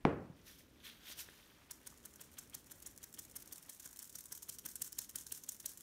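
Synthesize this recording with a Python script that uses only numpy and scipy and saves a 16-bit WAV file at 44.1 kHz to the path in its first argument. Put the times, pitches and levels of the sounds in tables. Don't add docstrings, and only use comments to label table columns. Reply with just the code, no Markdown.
import sys
import numpy as np
from scipy import signal
from scipy.fft import rfft, irfft, next_fast_len
from scipy.io import wavfile
from scipy.ndimage import uniform_filter1d, map_coordinates

SR = 44100
rng = np.random.default_rng(int(sys.argv[2]) if len(sys.argv) > 2 else 0)


def volts_from_db(level):
    exponent = np.asarray(level, float) / 20
    return 10 ** exponent


def to_wav(sig):
    pcm = np.clip(np.atleast_2d(sig), -1, 1) * 32767
    pcm = np.round(pcm).astype(np.int16)
    wavfile.write(sys.argv[1], SR, pcm.T)


N = 256882


def unit(x):
    return x / np.sqrt(np.mean(x ** 2) + 1e-20)


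def along(points, hz):
    f, v = np.transpose(points)
    return np.interp(np.log(hz + 1), np.log(f + 1), v)


def curve(rows, before_db=None):
    s, db = np.transpose(rows)
    return np.interp(np.arange(N) / SR, s, db, before_db)


def wobble(rate):
    knots = rng.standard_normal(int(N * rate / SR) + 4)
    return map_coordinates(knots, [np.arange(N) * rate / SR])


def filtered(x, spectrum, level=np.asarray):
    m = next_fast_len(N + 8192)
    gain = level(volts_from_db(along(spectrum, np.fft.rfftfreq(m, 1 / SR))))
    return irfft(rfft(x, m) * gain, m)[..., :N]


def coloured(x, spectrum):
    return filtered(x, spectrum, unit)


def grit(rough_db, rate, patchy_db):
    z = signal.stft(rng.standard_normal(N), nperseg=128)[2]
    field = uniform_filter1d(rng.standard_normal(z.shape), size=5, axis=0)
    field = uniform_filter1d(field, size=3, axis=1)
    patchy = signal.istft(z * volts_from_db(patchy_db * unit(field)), nperseg=128)[1][:N]
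    return unit(patchy * volts_from_db(rough_db * wobble(rate)))


def specks(rate, spread_db, ring_ms, bed):
    sizes = volts_from_db(spread_db * rng.exponential(size=N).clip(0, 2.2))
    strikes = (rng.random(N) < rate / SR) * sizes
    ringing = signal.lfilter([1], [1, -np.exp(-1000 / (ring_ms * SR))], strikes)
    return unit((unit(ringing) + bed) * grit(rough_db=1.0, rate=1200, patchy_db=2.5))


def bursts(seconds, level_db, rise_ms, fall_ms, square):
    power = np.zeros(N + 2 * SR)
    for s, db, rise, fall in np.broadcast(seconds, level_db, rise_ms, fall_ms):
        t = np.arange(-5 * rise, 5 * fall, 1000 / SR)
        away = np.where(t < 0, -t / rise, t / fall)
        power[round((s + t[0] / 1000) * SR):][:len(t)] += volts_from_db(db - 10 * away ** square) ** 2
    return np.sqrt(power[:N])


# frequency in Hz, t60 in seconds.
ROOM_DECAY = [(80, 0.91), (300, 0.42), (1000, 0.51), (2500, 0.43), (6000, 0.22), (12000, 0.38)]


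def kitchen(x, walls):
    noise = coloured(rng.standard_normal(N), walls)[:SR]
    hz, t, z = signal.stft(noise, SR, nperseg=256)
    tail = signal.istft(z * volts_from_db(-60 * t / along(ROOM_DECAY, hz)[:, None]), SR, nperseg=256)[1]
    tail *= 1 - np.exp(-np.arange(len(tail)) / SR / 0.00034)
    delayed = np.pad(x, (90, 0))
    return signal.fftconvolve(delayed, tail / np.linalg.norm(tail))[:N]


# time in seconds, level in dB.
HUM_LEVEL = [(0.45, -66.5), (0.84, -65.5), (1.1, -67.5), (1.63, -69), (1.91, -67), (3.42, -66.5),
             (3.7, -70), (4.11, -71), (4.62, -69), (5.82, -69.5)]
# frequency in Hz, density in dB per Hz.
HUM = [(15, -32), (25, -2.5), (65, 2), (118, -3.5), (282, -1.5), (590, -12.5), (800, -28.5), (1040, -23),
       (1760, -120)]
# time in seconds, level in dB.
DRAUGHT = [(0.4, -69), (0.6, -72), (1.05, -66.5), (2.4, -67), (2.95, -68.5), (3.6, -66.5), (4.1, -72)]
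# frequency in Hz, density in dB per Hz.
HISS = [(350, -17), (600, -8), (1310, -7.5), (1540, -7.5), (2130, -9), (5030, -16.5), (5610, -15),
        (7780, -20), (15600, -18.5)]


def air():
    hum = volts_from_db(curve(HUM_LEVEL) + 0.5 * wobble(5.9)) * rng.standard_normal(N)
    draught = volts_from_db(curve(DRAUGHT) - 2.5 + 0.5 * wobble(8)) * grit(rough_db=0.15, rate=54, patchy_db=2.5)
    return coloured(hum, HUM) + coloured(draught, HISS)


# start in seconds, level in dB, sharpness in dB per octave.
KNOCKS = [
    (.0514, -16.5, 0),
    (.298, -31, -22),
]
# frequency in Hz, level in dB, t60 in seconds.
COUNTER = [(148.5, -13.5, .11), (263, 2, 0.021), (417, -11.5, 0.052), (456, -15, .05), (700, -8, 0.025),
           (1020, 1.5, 0.0067), (2260, -9, 0.011), (3560, -24.5, 0.0041), (5700, -32, 0.012),
           (7900, -43.5, .003)]
# frequency in Hz, density in dB per Hz.
THUD = [(30, -34), (70, -3), (140, 2), (400, 4.5), (900, -6.5), (1500, -13), (2500, -21), (4000, -35),
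        (8000, -45), (15000, -58)]


def jar():
    out, blows, t = np.zeros(N), np.zeros(N), np.arange(SR // 4) / SR
    for s, db, sharp_db in KNOCKS:
        for k, (hz, level, t60) in enumerate(COUNTER):
            late = np.maximum(t - 0.24 / hz, 0)
            size = volts_from_db(db + level + sharp_db * np.log2(hz / 150) - 60 * late / t60)
            out[round(s * SR):][:len(t)] -= (-1) ** k * size * np.sin(2 * np.pi * hz * late)
    s, db, _ = KNOCKS[0]
    blows[round(s * SR)] = volts_from_db(db + 18.0)
    return out + kitchen(blows, THUD)


# top in seconds, squeeze in dB, rise in ms, fall in ms, fine hiss above it in dB.
RUBS = [
    (0.472, -63.5, 18, 103, 3),
    (0.59, -71, 11, 43, 7.5),
    (0.804, -71, 5, 20, -12),
    (0.858, -55, 20.5, 68, -3.5),
    (1.085, -57, 55, 35, -4),
    (1.126, -54.5, 49, 11.5, 2.5),
    (1.202, -53.5, 25, 29, 6.5),
    (1.292, -80, 13, 35, -8),
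]
# time in seconds, level in dB.
FIDGET = [
    (0.36, -78),
    (0.65, -81),
    (1.3, -67),
    (1.68, -79.5),
]
# frequency in Hz, density in dB per Hz.
PALM = [(410, -64), (700, -17.5), (1590, -4), (2720, -3.5), (3240, 1), (4080, -3.5), (5660, -17),
        (7000, -13), (9100, -54), (15400, -120)]
# frequency in Hz, density in dB per Hz.
FILM = [(2940, -22), (5000, -3), (5930, -1), (7180, -7), (10300, -3.5), (11300, -3), (14900, 0.5),
        (15600, -6.5)]
# start in seconds, peak in dB,
# frequency in Hz.
SNAPS = [(0.416, -53, 5900), (.705, -55, 9000), (.803, -50, 3700), (.867, -39, 3100), (.9705, -47, 12000),
         (1.177, -51, 1600), (1.4, -51, 2300), (1.5, -52, 3300), (1.288, -42.5, 1720), (1.287, -53.5, 414),
         (1.1, -55, 600), (1.3, -42, 10000), (1.51, -52, 12000), (0.37, -60, 3700), (.5, -62, 2600)]


def gloves():
    s, db, rise, fall, fine_db = np.transpose(RUBS)
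    fidget = volts_from_db(curve(FIDGET, -120)) * (np.arange(N) < FIDGET[-1][0] * SR)
    squeeze = np.hypot(fidget, bursts(s, db, rise, fall, square=1.4))
    fine = np.hypot(fidget, bursts(s, db + fine_db, rise, fall, square=1.4))
    body = volts_from_db(1.1) * squeeze * specks(rate=500, spread_db=6.0, ring_ms=1.0, bed=3.5)
    film = volts_from_db(3.16) * fine * specks(rate=1500, spread_db=1.5, ring_ms=0.46, bed=3)
    out = coloured(body, PALM) + coloured(film, FILM)
    t = np.arange(SR // 50) / SR
    for s, db, hz in SNAPS:
        snap = volts_from_db(db - 60 * t * hz / 14) * np.sin(2 * np.pi * hz * t)
        out[round(s * SR):][:len(t)] += snap
    return out


USUAL_DB = -45
# first bounce in seconds, its level in dB, second level in dB.
BOUNCES = [(1.7343, -56, -66), (1.903, -49, -66), (2.241, -52, -66), (2.9131, -56, -66), (3.2308, -53, -45),
           (3.4032, -46, -44.5), (3.5604, -42.5, -41.5), (3.7276, -50, -52), (3.8917, -48, -45),
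           (4.056, -48, -46), (4.1872, -38, -38), (4.3535, -38.5, -41), (4.5246, -45, -44),
           (4.6905, -40, -44), (4.847, -38.5, -42), (5.0193, -38.5, -43), (5.1862, -42, -44),
           (5.35, -38.5, -41), (5.5227, -43, -44.5), (5.694, -42, -47)]
# start in seconds, level in dB, length in ms.
RETURNS = [(1.8017, -61, 2.5), (1.9772, -51, 5.4), (2.1603, -49, 4.1), (2.3171, -55, 3.4),
           (2.499, -46.5, 2.6), (2.668, -52, 10.7), (2.8248, -43.5, 7.5), (2.9777, -41.5, 2.7),
           (3.141, -41, 2.2), (3.314, -47, 6.1), (3.4764, -45, 2.7), (3.6284, -44.5, 7.6),
           (3.8002, -39.5, 8.5), (3.963, -44.5, 6.9), (4.0964, -41.5, 4.4), (4.2588, -41, 8.8),
           (4.4276, -38, 11.3), (4.589, -40, 8.8), (4.759, -35, 8.2), (4.9242, -41, 7.9),
           (5.095, -35.5, 7.7), (5.268, -38, 8), (5.4382, -38.5, 5.2), (5.6018, -38.5, 8.1),
           (5.7752, -40.5, 4.9)]
# start in seconds, level in dB, length in ms.
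LUMPS = [(1.8319, -57, 2.8), (1.8704, -39, 2.1), (2.054, -48, 4.6), (2.139, -48, 3.6), (2.34, -50.5, 2.8),
         (2.4745, -54, 4.2), (2.6446, -51.5, 3.5), (2.8029, -50, 3), (2.963, -48, 3.6), (3.0307, -41, 1.5),
         (3.128, -49, 3.7), (3.1466, -46, 8.3), (3.299, -49, 5.4), (3.46, -46.5, 3.5), (3.5153, -51, 2.5),
         (3.533, -40, 3.6), (3.664, -49, 8.9), (3.7659, -50.5, 6.6), (3.827, -46.5, 13), (3.876, -44, 2.3),
         (3.9306, -45.5, 7.6), (3.9721, -42, 2.6), (3.993, -39, 9.7), (4.044, -41, 2.7),
         (4.1284, -47.5, 5.4), (4.241, -47, 3.8), (4.5935, -41, 4.4), (4.8632, -45, 3.1),
         (4.9292, -36, 2.2), (5.8096, -47, 2.7)]


def landings():
    s, db, *_ = np.transpose(TAPS)
    first, first_db, second_db = np.transpose(BOUNCES)
    harder_db = db[np.searchsorted(s, first) - 1] - USUAL_DB
    flight = 0.02 + 0.0008 * np.maximum(harder_db, 0)
    followers = [(at + 0.007, level - 8.5, 2.1) for at, level, _ in RETURNS]
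    first_bounces = np.broadcast(first, first_db, 6.5)
    second_bounces = np.broadcast(first + flight, second_db, 4.7)
    return np.transpose([*first_bounces, *second_bounces, *RETURNS, *followers, *LUMPS])


# time in seconds, level in dB.
SIFT = [(1.62, -92), (1.76, -72.5), (2.54, -72), (3.25, -71.5), (3.58, -69.5), (4.04, -67), (4.4, -66.5),
        (5.16, -65), (5.82, -64.5)]


def flour():
    s, crunch_db, *_ = np.transpose(TAPS)
    slide = bursts(s + 0.032, crunch_db - 15, 23, 38, square=3.4)
    slide = slide * specks(rate=620, spread_db=1, ring_ms=0.34, bed=1.9)
    at, db, length = landings()
    click = bursts(at - 0.0005, db + 0.5, 0.22, 0.78, square=0.47) * np.sign(rng.standard_normal(N))
    crumbs = bursts(at - 0.38 * length / 1000, db - 5.5, 0.37, 1.35 * length, square=1.62)
    ticks = click + crumbs * specks(rate=650, spread_db=6.0, ring_ms=0.47, bed=0.96)
    trickle = volts_from_db(curve(SIFT, -120) + 4.0 + 2.2 * wobble(30))
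    trickle = trickle * specks(rate=150, spread_db=8.0, ring_ms=0.77, bed=1.8)
    grains = slide + ticks + trickle
    return coloured(grains, MESH) + volts_from_db(-23.5) * coloured(grains, RIM)


# click in seconds, crunch in dB, click over it in dB, rise in ms.
TAPS = [(1.712, -48, 6, 4.1), (1.8745, -49, 16.5, 9.7), (2.0576, -51.5, 18, 9.3), (2.2146, -50.5, 4, 7.7),
        (2.3867, -46, 9, 3.4), (2.55, -46.5, 6, 9.4), (2.7188, -48.5, 14.5, 10), (2.8714, -48, 13.5, 9.8),
        (3.042, -50.5, 16.5, 13), (3.1923, -44, 3, 6.4), (3.3674, -43.5, 6, 9.7), (3.5261, -43.5, 5, 3.9),
        (3.697, -44, 4, 4), (3.8625, -49, 5, 10.7), (4.0287, -50, 17, 10.9), (4.1573, -43.5, 3, 6.4),
        (4.3264, -40, 4.5, 6.3), (4.4955, -38.5, 1, 7.4), (4.6628, -38.5, 3, 8.5), (4.8211, -35, 11.5, 4.9),
        (4.9895, -36.5, 13.5, 5), (5.1593, -37.5, 9, 3.9), (5.324, -36, 8, 4.9), (5.491, -39.5, 15, 3.6),
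        (5.6598, -39, 14, 4.9)]
# start in seconds, level in dB.
BRUSHES = [(1.696, -65), (2.197, -60.5), (2.372, -58.5), (2.532, -56), (2.853, -62), (3.175, -61),
           (4.643, -62), (5.148, -60), (5.311, -64), (5.645, -61)]
# frequency in Hz, density in dB per Hz.
MESH = [(1470, -38), (2500, -24), (3150, -14.5), (4870, -12), (5380, -4), (6560, -1), (8390, -2),
        (9850, -0.5), (10700, -3), (12900, -0.5), (15600, -1.5)]
# frequency in Hz, density in dB per Hz.
RIM = [(500, -39), (950, -0.5), (1200, -3.5), (1600, 1.5), (2400, -7.5), (3300, -10.5), (4500, -11),
       (7000, -38)]
# frequency in Hz, density in dB per Hz.
PUSH = [(40, -10), (90, -2.5), (350, -7), (600, -10), (1000, -36)]
# frequency in Hz, density in dB per Hz.
BRUSH = [(1000, -14), (1600, -15), (2500, -14.5), (3300, -4.5), (4000, -13), (5500, -21)]


def taps():
    s, db, click_db, rise = np.transpose(TAPS)
    harder_db = db - USUAL_DB
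    fall = np.clip(11.2 - 0.58 * rise - 0.36 * harder_db, 2, None)
    click = bursts(s, db + click_db + 0.3, 0.35, 0.25, square=1.1) * np.sign(rng.standard_normal(N))
    crunch = bursts(s, db + 2.5, rise, fall, square=2.3)
    crunch = crunch * specks(rate=580, spread_db=4.5, ring_ms=0.72, bed=1.2)
    thud_db = -55 + 0.34 * harder_db - 6
    thud_db = thud_db + 6.5 * (s == s[0])
    thud = bursts(s, thud_db, 10.2, 5.5, square=1.86) * grit(rough_db=3.5, rate=600, patchy_db=-1.5)
    contact = s - 0.38 * (rise - fall) / 1000
    push = bursts(contact, -66 + 0.62 * harder_db, 15, 8.1, square=1.06) * rng.standard_normal(N)
    light = np.broadcast(contact - rise / 1000 - 0.0095, -64.5)
    touch, brush_db = np.transpose([*light, *BRUSHES])
    brush = bursts(touch, brush_db, 3, 25, square=0.88) * grit(rough_db=3.5, rate=1200, patchy_db=2.5)
    return coloured(click + crunch, MESH) + coloured(thud, RIM) + coloured(push, PUSH) + coloured(brush, BRUSH)


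# frequency in Hz, level in dB.
WALLS = [(60, -4), (200, 3.5), (800, 0), (2500, -1.5), (6000, 1.5), (14000, -19.5)]


def scene():
    hands = gloves() + taps() + flour()
    return (air() + jar() + hands + volts_from_db(-13.5) * kitchen(hands, WALLS))[None]


def top_cut(x):
    return signal.sosfilt(signal.butter(12, 16810, fs=SR, output="sos"), x)


# frequency in Hz, gain in dB.
MICROPHONE = [(20, -20), (32, -6.5), (50, -0.5), (9950, -0.5), (10450, -6), (11000, -1), (15650, -5),
              (15850, -21), (17000, -54)]


def record(dry):
    return top_cut(filtered(dry, MICROPHONE))


dry = scene()
out = record(dry)
to_wav(out)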